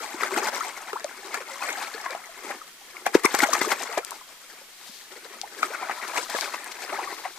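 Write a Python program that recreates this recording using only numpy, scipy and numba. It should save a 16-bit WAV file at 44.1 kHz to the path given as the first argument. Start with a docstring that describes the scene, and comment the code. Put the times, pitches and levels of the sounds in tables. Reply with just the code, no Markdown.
"""Pigs wade and root in a muddy puddle on a pasture, a few metres away, left of centre.
Their legs churn the water into clouds of small bubbles and fine spray; air pockets plop and gulp
in the mud, flung drops tick on wet ground and a rooting snout hisses. Just after three seconds one pig
shakes itself, slapping the wet about ten times a second. Behind: soft outdoor hiss and a faint whine."""
import sys
import numpy as np
from scipy import signal
from scipy.fft import rfft, irfft
from scipy.io import wavfile
from scipy.ndimage import uniform_filter1d, map_coordinates
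from numba import njit

SR = 44100
rng = np.random.default_rng(int(sys.argv[2]) if len(sys.argv) > 2 else 0)


def materialize(psi):
    """Save the field psi as 16-bit PCM at rate SR to the path in sys.argv[1].

    A 1-D psi becomes a single channel; in a 2-D psi each row is a channel.
    """
    bounded = np.clip(np.atleast_2d(psi).T, -1, 1)
    quanta = np.round(bounded * 32767).astype(np.int16)
    wavfile.write(sys.argv[1], SR, quanta)


N = 325458
TIME_S = np.arange(N) / SR
FREQS_HZ = np.arange(N // 2 + 1) * SR / N

# spray spectrum: (frequency [Hz], gain [dB])
SPRAY_EQ = [(1500, 24), (3000, 4.5), (3900, 3), (5500, 1), (7000, 1.5), (8600, 1), (10000, -6.5),
            (14500, -1.5)]


def stirring():
    """Legs, flanks and snouts push through the puddle: gains of water, deep bubbles and spray."""
    # (peak time [s], rise [s], fall [s], water [dB], deep bubbles [dB], spray [dB])
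    strokes = [(0.051, 0.094, 0.11, -36, -58, -38.5), (0.291, .09, 0.093, -30, -35.5, -35.5),
               (0.381, 0.036, 0.06, -28, -30, -35.5), (0.456, .045, 0.041, -29.5, -39, -37),
               (0.56, 0.087, 0.17, -35, -45, -38.5), (0.93, 0.31, 0.3, -43, -58.5, -50.5),
               (1.27, 0.16, 0.11, -47.5, -48, -49.5), (1.35, 0.043, 0.14, -40, -46.5, -48.5),
               (1.662, 0.16, 0.33, -35.5, -56.5, -40), (1.85, 0.02, 0.094, -45, -60.5, -43.5),
               (1.96, 0.015, .06, -42.5, -57, -50), (2.099, 0.073, 0.11, -38, -51, -52.5),
               (2.4, 0.17, 0.046, -48.5, -66, -53), (2.50, 0.085, 0.065, -41.5, -42.5, -45.5),
               (2.96, 0.041, 0.023, -46.5, -53, -56), (3.25, 0.26, 0.11, -47, -46, -49),
               (3.41, 0.14, 0.15, -35, -51, -36.5), (3.575, 0.067, 0.15, -33, -36, -35),
               (3.82, 0.068, 0.029, -35, -41, -35.5), (3.925, 0.08, 0.059, -32.5, -47, -39),
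               (4.12, 0.061, 0.07, -45.5, -54.5, -45.5), (4.541, 0.05, 0.056, -50, -58.5, -52),
               (4.817, .012, 0.061, -50.5, -68, -53), (5.15, 0.03, 0.058, -48.5, -47, -49.5),
               (5.3, 0.074, 0.2, -49, -48.5, -53), (5.65, 0.089, .07, -43.5, -42.5, -42),
               (5.87, 0.22, 0.48, -37, -48, -54), (6.169, 0.028, 0.025, -30, -57, -35),
               (6.234, 0.034, 0.018, -40, -63, -34.5), (6.359, 0.035, 0.02, -27.5, -62, -36),
               (6.439, 0.025, .05, -32, -42, -43), (6.54, 0.06, 0.49, -42, -52.5, -49),
               (6.818, 0.025, 0.024, -40.5, -55, -39.5), (6.968, 0.15, 0.19, -38, -42.5, -49),
               (7.11, 0.032, 0.19, -40.5, -46.5, -50)]
    peak_s, rise_s, fall_s, *levels_db = np.transpose(strokes)
    return [np.hypot(swells(peak_s, rise_s, fall_s, db), undb(rest_db))
            for db, rest_db in zip(levels_db, (-58.5, -70.5, -56.5))]


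def churn(water_gain, deep_gain, spray_gain):
    """Strokes stir the puddle in uneven surges; deep ones trap bigger bubbles."""
    surge = undb(2.7 * walk(rate_hz=58.28))
    deep = even(deep_bubbles(), window_s=0.11)
    body = undb(1.05) * water_gain * even(water(count=12000), window_s=0.04)
    body += undb(-2.5) * deep_gain * deep
    mist = undb(0.06 * walk(rate_hz=151.3) - 1) * even(spray(count=40000), window_s=0.1)
    drops = bubbles(3460, 12000, cycles=4.2, spread_db=3.5, bend=0.1, count=420)
    return surge * (body + spray_gain * (mist + undb(-14) * colour(drops, SPRAY_EQ)))


def water(count):
    """Mid-sized bubbles, damped by mud within a few cycles: a soft wash with thicker squelches."""
    # (frequency [Hz], gain [dB])
    water_eq = [(80, -51.5), (200, -15), (400, -30), (550, -4.5), (850, 3), (1400, 2.5), (1750, 0),
                (2150, 1), (2600, -8), (3200, -22.5), (5000, -52)]
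    wash = bubbles(422.5, 3666, cycles=3.13, spread_db=3.5, bend=0.14, count=count)
    squelches = bubbles(450, 1895, cycles=4.6, spread_db=5, bend=0.27, count=600)
    return colour(wash + undb(-5) * squelches, water_eq)


def deep_bubbles():
    """Big bubbles ring low and die almost at once."""
    # (frequency [Hz], gain [dB])
    deep_eq = [(60, -43), (130, -33.5), (200, -6), (280, -10), (380, 4), (480, -2.5), (650, -3.5),
               (1200, -31.5)]
    return colour(bubbles(200, 560, cycles=1.54, spread_db=3, bend=0.22, count=1500), deep_eq)


def spray(count):
    """Tiny films burst; droplets patter on mud or ring in the water."""
    fizz = bubbles(2690, 13400, cycles=1.72, spread_db=-2.5, bend=0.047, count=count)
    patter = bubbles(7900, 14000, cycles=0.49, spread_db=3.5, bend=0.12, count=1500)
    droplets = bubbles(3400, 13000, cycles=9, spread_db=8, bend=0.091, count=1200)
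    return colour(fizz + undb(-14) * patter + undb(-15) * droplets, SPRAY_EQ)


def bubbles(low_hz, high_hz, cycles, spread_db, bend, count):
    """Cloud of bubbles of random size and level, most rising in pitch; rms 1."""
    onsets, pitch = rng.random((count, 2)).T
    life, loudness, turn = rng.standard_normal((count, 3)).T
    hz = low_hz * (high_hz / low_hz) ** pitch
    gain = hz * undb(spread_db * np.minimum(loudness, 2.6))
    return unit(ring(onsets, hz, cycles * np.exp(life / 2), gain, bend * np.clip(turn + 0.5, -1, 2)))


@njit
def ring(onsets, hz, cycles, gain, bend):
    """Each bubble swells, decays by 1/e in `cycles` and bends in pitch; onsets span the scene as 0..1."""
    out = np.zeros(N)
    for k in range(len(onsets)):
        first, life_samples = int(onsets[k] * N), cycles[k] * SR / hz[k]
        fade = np.exp(-1 / life_samples)
        decay, phase = 1., 0.
        for i in range(min(int(6 * life_samples), N - first)):
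            phase += 2 * np.pi * hz[k] / SR * (1 + bend[k] * i / (6 * life_samples))
            decay *= fade
            out[first + i] += gain[k] * (decay - decay ** 5) * np.sin(phase)
    return out


def slaps():
    """Wet skin hits water: a burst of bubbles and spray; a low thump grows as the blow squared."""
    # (peak time [s], water [dB], spray [dB], length [s])
    blows = [(0.209, -23.5, -40, 0.0088), (0.533, -30.5, -39, 0.0091), (0.932, -22, -38, 0.0023),
             (1.346, -27.5, -34.5, 0.018), (1.623, -24, -46, 0.0079), (1.688, -25, -38, 0.0083),
             (2.061, -26, -52, 0.0055), (2.507, -26.5, -44, 0.015), (3.066, -18, -25.5, 0.0085),
             (3.15, -17, -25.5, 0.013), (3.25, -12, -23, 0.0096), (3.347, -17, -24, 0.0093),
             (3.391, -24, -18.5, 0.0045), (3.422, -27, -22.5, 0.0077), (3.437, -12, -23.5, 0.01),
             (3.534, -15, -18.5, 0.0085), (3.553, -15.5, -34, .005), (3.616, -16, -25.5, 0.0071),
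             (3.707, -25, -32, 0.0032), (3.72, -15.5, -24, 0.012), (3.98, -21.5, -29.5, 0.0078),
             (5.632, -24.5, -36.5, .012), (5.748, -26, -42, 0.011), (5.915, -32.5, -41.5, 0.016),
             (6.08, -50, -35, 0.012), (6.18, -24, -28, .007), (6.301, -35, -30.5, 0.0099),
             (6.387, -19.5, -41, 0.0033), (6.543, -25, -35, 0.0063), (6.719, -44, -35.5, 0.011),
             (7.252, -29, -46, 0.017)]
    body = even(water(count=20000), window_s=0.014)
    fizz = even(spray(count=30000), window_s=0.0096)
    rumble = unit(signal.sosfilt(signal.butter(2, 83, fs=SR, output="sos"), rng.standard_normal(N)))
    splash, thump = np.zeros((2, N))
    for peak_s, water_db, spray_db, length_s in blows:
        near = np.abs(TIME_S - peak_s) < 4 * length_s
        t = TIME_S[near] - peak_s
        width_s = length_s * np.where(t < 0, 0.45, 0.8)
        burst = np.exp(-np.abs(t / width_s) ** 0.94)
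        splash[near] += burst * (undb(water_db - 0.5) * body[near] + undb(spray_db - 1.5) * fizz[near])
        thump[near] += burst * undb(2 * water_db - 24.5) * rumble[near]
    return splash, thump


def plops():
    """Big air pockets gulp as legs and bellies pull out of the mud."""
    # (time [s], pitch [Hz], level [dB], swell [s], decay [s], glide [oct/s])
    pockets = [(0.142, 332, -30.5, 0.0014, 0.0073, 16), (0.233, 1255, -13, 0.0042, 0.0011, 29),
               (0.234, 1950, -19.5, 0.0027, .0012, 10), (0.32, 378, -26, 0.005, .014, 4),
               (0.367, 370.5, -22.5, 0.0026, 0.02, 13), (0.382, 427, -30, .007, 0.0099, 15),
               (0.607, 1250, -19, 0.00072, 0.0075, 13), (0.931, 445, -26.5, 0.0012, 0.0072, -18),
               (0.955, 977, -23, 0.013, 0.0049, 45.5), (1.043, 650, -20.5, 0.01, 0.0027, -22),
               (1.112, 1466, -39.5, 0.00033, 0.014, 4.5), (1.342, 1270, -19.5, 0.0018, 0.00075, 18),
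               (1.945, 440, -33, 0.0012, 0.011, 6), (2.062, 967, -21, 0.00041, 0.0076, 20),
               (2.149, 670, -21.5, .0005, 0.0031, -7), (2.613, 1330, -32.5, .004, 0.0036, -31),
               (2.967, 2350, -30, .004, .0011, -20), (3.064, 734, -11, 0.0052, 0.0019, -20),
               (3.151, 405, 0, 0.0023, 0.0019, -80), (3.248, 364, -11, .011, 0.0018, 44),
               (3.259, 2130, -11, 0.00065, 0.0019, -13), (3.342, 365, -17.5, 0.00055, 0.003, 33),
               (3.403, 1990, -11.5, 0.00038, .0026, 38), (3.427, 333, -17, .01, 0.0025, -36),
               (3.428, 1464, -16, 0.0084, 0.0031, 11), (3.486, 660, -20.5, .01, 0.0036, -9),
               (3.614, 372, -16, .0012, 0.0012, -27), (3.671, 385, -22.5, .01, 0.0033, 12),
               (3.975, 650, -13, 0.00027, 0.0056, 18), (3.978, 380, -27, 0.0029, 0.013, 23.5),
               (4.028, 1350, -37.5, .0024, .009, 1), (4.118, 1013, -25, 0.00026, 0.0054, -12),
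               (4.212, 1080, -38.5, .0004, 0.0081, -4), (4.891, 226, -45.5, .0024, .006, -10),
               (5.432, 800, -29, 0.013, 0.0043, 27), (5.63, 1270, -9, 0.00074, 0.0024, -29),
               (5.698, 570, -35, .01, 0.019, 37), (5.824, 744, -29, .006, 0.0055, 1),
               (5.892, 1240, -26, .0022, 0.0069, -17), (5.896, 820, -18.5, 0.0011, 0.0028, 26),
               (6.346, 402, -24.5, .0046, 0.0018, 41), (6.347, 603, -26.5, 0.00025, .0075, 19),
               (6.539, 970, -23.5, .0023, .0025, 12), (6.918, 708, -27.5, 0.0088, .015, 24.5),
               (6.949, 1207, -30, 0.0099, 0.0056, 21), (6.987, 830, -21, 0.0019, 0.0092, 35),
               (7.072, 1150, -26.5, .01, 0.0033, 4), (7.252, 730, -23, 0.0054, 0.0047, 15)]
    out = np.zeros(N)
    for start_s, hz, db, swell_s, decay_s, glide_oct_per_s in pockets:
        add(out, start_s, undb(db) * pocket(hz, swell_s, decay_s, glide_oct_per_s))
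    return out


def gurgles(water_gain, count):
    """Small air pockets pop at random, as loud as the water is stirred; low ones ring longer."""
    out = np.zeros(N)
    starts_s = (np.arange(count) + rng.random(count)) / count * TIME_S[-1]
    draws = np.clip(rng.standard_normal((count, 4)), -2, 2)
    for start_s, (pitch, loudness, softness, turn) in zip(starts_s, draws):
        hz = 928 * 2 ** (0.55 * pitch)
        gain = water_gain[int(start_s * SR)] * undb(4 + 3.5 * loudness)
        pop = pocket(hz, swell_s=0.0011 * np.exp(softness), decay_s=4.7 / hz, glide_oct_per_s=18 * turn)
        add(out, start_s, gain * pop)
    return out


def pocket(hz, swell_s, decay_s, glide_oct_per_s):
    """An air pocket rings, gliding as it changes size, unsteady in soft mud; a sudden one snaps."""
    t = TIME_S[:SR // 12]
    envelope = (1 - np.exp(-t / swell_s)) ** 2 * np.exp(-t / decay_s)
    envelope /= envelope.max()
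    wobble_oct = 0.076 * unit(uniform_filter1d(rng.standard_normal(len(t)), size=100))
    glide_oct = np.clip(glide_oct_per_s * (t - t[envelope.argmax()]), -1, 1)
    pitch_hz = hz * 2 ** (glide_oct + wobble_oct)
    tone = np.sin(2 * np.pi * np.cumsum(pitch_hz) / SR)
    film_band = signal.butter(2, [600, 4500], "band", fs=SR, output="sos")
    snap = unit(signal.sosfilt(film_band, rng.standard_normal(len(t))))
    snap *= np.exp(-t / 0.0034 - swell_s / 0.0021)
    return envelope * tone + undb(-19) * snap


def ticks():
    """Flung drops and mud hit wet ground: a crack in one broad treble resonance."""
    # (time [s], level [dB], centre [Hz])
    landings = [(0.474, -36, 6300), (0.931, -45, 5000), (1.044, -33.5, 4900), (1.344, -34, 4900),
                (2.107, -37.5, 4560), (3.236, -34, 7700), (3.255, -21.5, 8040), (3.349, -25.5, 6440),
                (3.537, -46, 7600), (3.719, -46, 5500), (3.835, -32, 6130), (4.048, -32.5, 7350),
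                (4.108, -34.5, 8450), (5.415, -30, 3770), (6.41, -27.5, 3870), (6.644, -38, 8100)]
    out, t = np.zeros(N), TIME_S[:SR // 50]
    envelope = np.exp(-t / 0.0007) + undb(-27) * np.exp(-t / 0.012)
    for start_s, db, hz in landings:
        crack = signal.lfilter(*signal.iirpeak(hz, Q=1.8, fs=SR), rng.standard_normal(len(t)) * envelope)
        add(out, start_s, undb(db) * crack / np.std(crack[:SR // 600]))
    return out


def snuffle():
    """A rooting snout squeezes air and water through mud: a soft sputtering hiss."""
    # (peak time [s], rise [s], fall [s], level [dB])
    pushes = [(4.9, .13, 0.16, -51.5), (6.08, 0.43, 0.12, -49), (6.42, 0.18, 0.12, -42.5),
              (7.08, 0.45, 0.44, -51)]
    # (frequency [Hz], gain [dB])
    snout_eq = [(1200, -11), (3000, -4.5), (4000, -0.5), (5300, -6), (7000, -7.5), (14000, -13.5)]
    sputter = undb(1.5 * walk(rate_hz=52))
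    return swells(*np.transpose(pushes)) * sputter * colour(rng.standard_normal(N), snout_eq)


def place(x):
    """Puddle left of centre; splashes come from different spots, so the delay between the ears hops."""
    # (frequency [Hz], left [dB], right [dB])
    ear_eq = [(350, 2.4, -0.9), (715, 0.3, -2.3), (1440, 2, -4.5), (2600, 5.5, 0), (5140, 11.5, -0.5),
              (12000, 8, -2)]
    hz, left_db, right_db = np.transpose(ear_eq)
    lag_s = 5.5e-5 * walk(rate_hz=120)
    delayed = map_coordinates(x, [np.arange(N) - lag_s * SR], order=3)
    left = equalise(x, np.c_[hz, left_db])
    right = equalise(delayed, np.c_[hz, right_db])
    tail = np.array([field_echo(highpass(x, hz=700, order=2), decay_s=0.017) for _ in range(2)])
    return np.array([left, right]) + undb(-9.5) * tail


def field_echo(x, decay_s):
    """Short diffuse tail returned by the open field."""
    t = TIME_S[:16384]
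    response = rng.standard_normal(len(t)) * np.exp(-t / decay_s)
    return signal.fftconvolve(x, response / np.linalg.norm(response))[:N]


def pasture():
    """Outdoor hiss, wide in the treble, with a faint thin whine."""
    # (frequency [Hz], gain [dB])
    hiss_eq = [(25, -3), (60, -18), (110, -25), (160, -9), (230, -12), (350, -11), (900, -8), (2000, -2.5),
               (3000, -5), (6000, -7.5), (14500, -12)]
    mid, side = (colour(rng.standard_normal(N), hiss_eq) for _ in range(2))
    side = irfft(rfft(side) * np.minimum(FREQS_HZ / 3000, 1), N)
    whine_band = np.exp(-((FREQS_HZ - 3226) / 12) ** 2)
    whine = unit(irfft(rfft(rng.standard_normal(N)) * whine_band, N))
    return undb(-51) * np.array([mid + side, mid - side]) + undb(-66.5) * whine


def swells(peak_s, rise_s, fall_s, levels_db):
    """Gain of overlapping movements that build and ebb; powers add."""
    t = TIME_S[::32]
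    roundness = 1.5  # 1: pointed crest, 2: bell
    power = sum(undb(db) ** 2 * np.exp(-2 * np.abs((t - at) / np.where(t < at, up, down)) ** roundness)
                for at, up, down, db in zip(peak_s, rise_s, fall_s, levels_db))
    return np.interp(TIME_S, t, np.sqrt(power))


def walk(rate_hz):
    """Random steps, smoothed twice; rms 1."""
    size = int(SR / rate_hz)
    steps = np.repeat(rng.standard_normal(2000)[:N // size + 1], size)
    return unit(uniform_filter1d(uniform_filter1d(steps, size), size)[:N])


def even(x, window_s):
    """Hold the running rms near 1, keeping faster detail."""
    size = max(int(window_s * SR / 2), 8)
    power = uniform_filter1d(uniform_filter1d(unit(x) ** 2, size), size)
    return unit(x) / np.sqrt(np.abs(power) + 1e-6)


def equalise(x, eq):
    """Filter by (frequency [Hz], gain [dB]) points."""
    hz, db = np.transpose(eq)
    return irfft(rfft(x) * undb(np.interp(np.log(FREQS_HZ + 1), np.log(hz), db)), N)


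def colour(x, eq):
    """Equalise, then scale to rms 1."""
    return unit(equalise(x, eq))


def highpass(x, hz, order):
    """Butterworth bass cut."""
    return signal.sosfilt(signal.butter(order, hz, "high", fs=SR, output="sos"), x)


def add(out, start_s, sound):
    """Mix in place."""
    start = int(start_s * SR)
    part = sound[:max(N - start, 0)]
    out[start:start + len(part)] += part


def undb(db):
    """Decibels to gain."""
    return 10 ** (np.asarray(db) / 20)


def unit(x):
    """Scale to rms 1."""
    return x / np.sqrt(np.mean(x ** 2) + 1e-18)


def scene():
    """Pigs in the puddle over the quiet field; shallow water radiates little bass."""
    water_gain, deep_gain, spray_gain = stirring()
    splash, thump = slaps()
    splashing = churn(water_gain, deep_gain, spray_gain) + splash + ticks() + snuffle()
    gulping = plops() + gurgles(water_gain, count=90)
    puddle = highpass(splashing, hz=228, order=6) + highpass(gulping, hz=175, order=3) + thump
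    return place(puddle) + pasture()


def record(dry):
    """Clip at full scale, then low-pass steeply."""
    cutoff_hz = 14700
    return signal.sosfilt(signal.ellip(10, 0.1, 80, cutoff_hz, fs=SR, output="sos"), np.clip(dry, -1, 1))


dry = scene()
out = record(dry)
materialize(out)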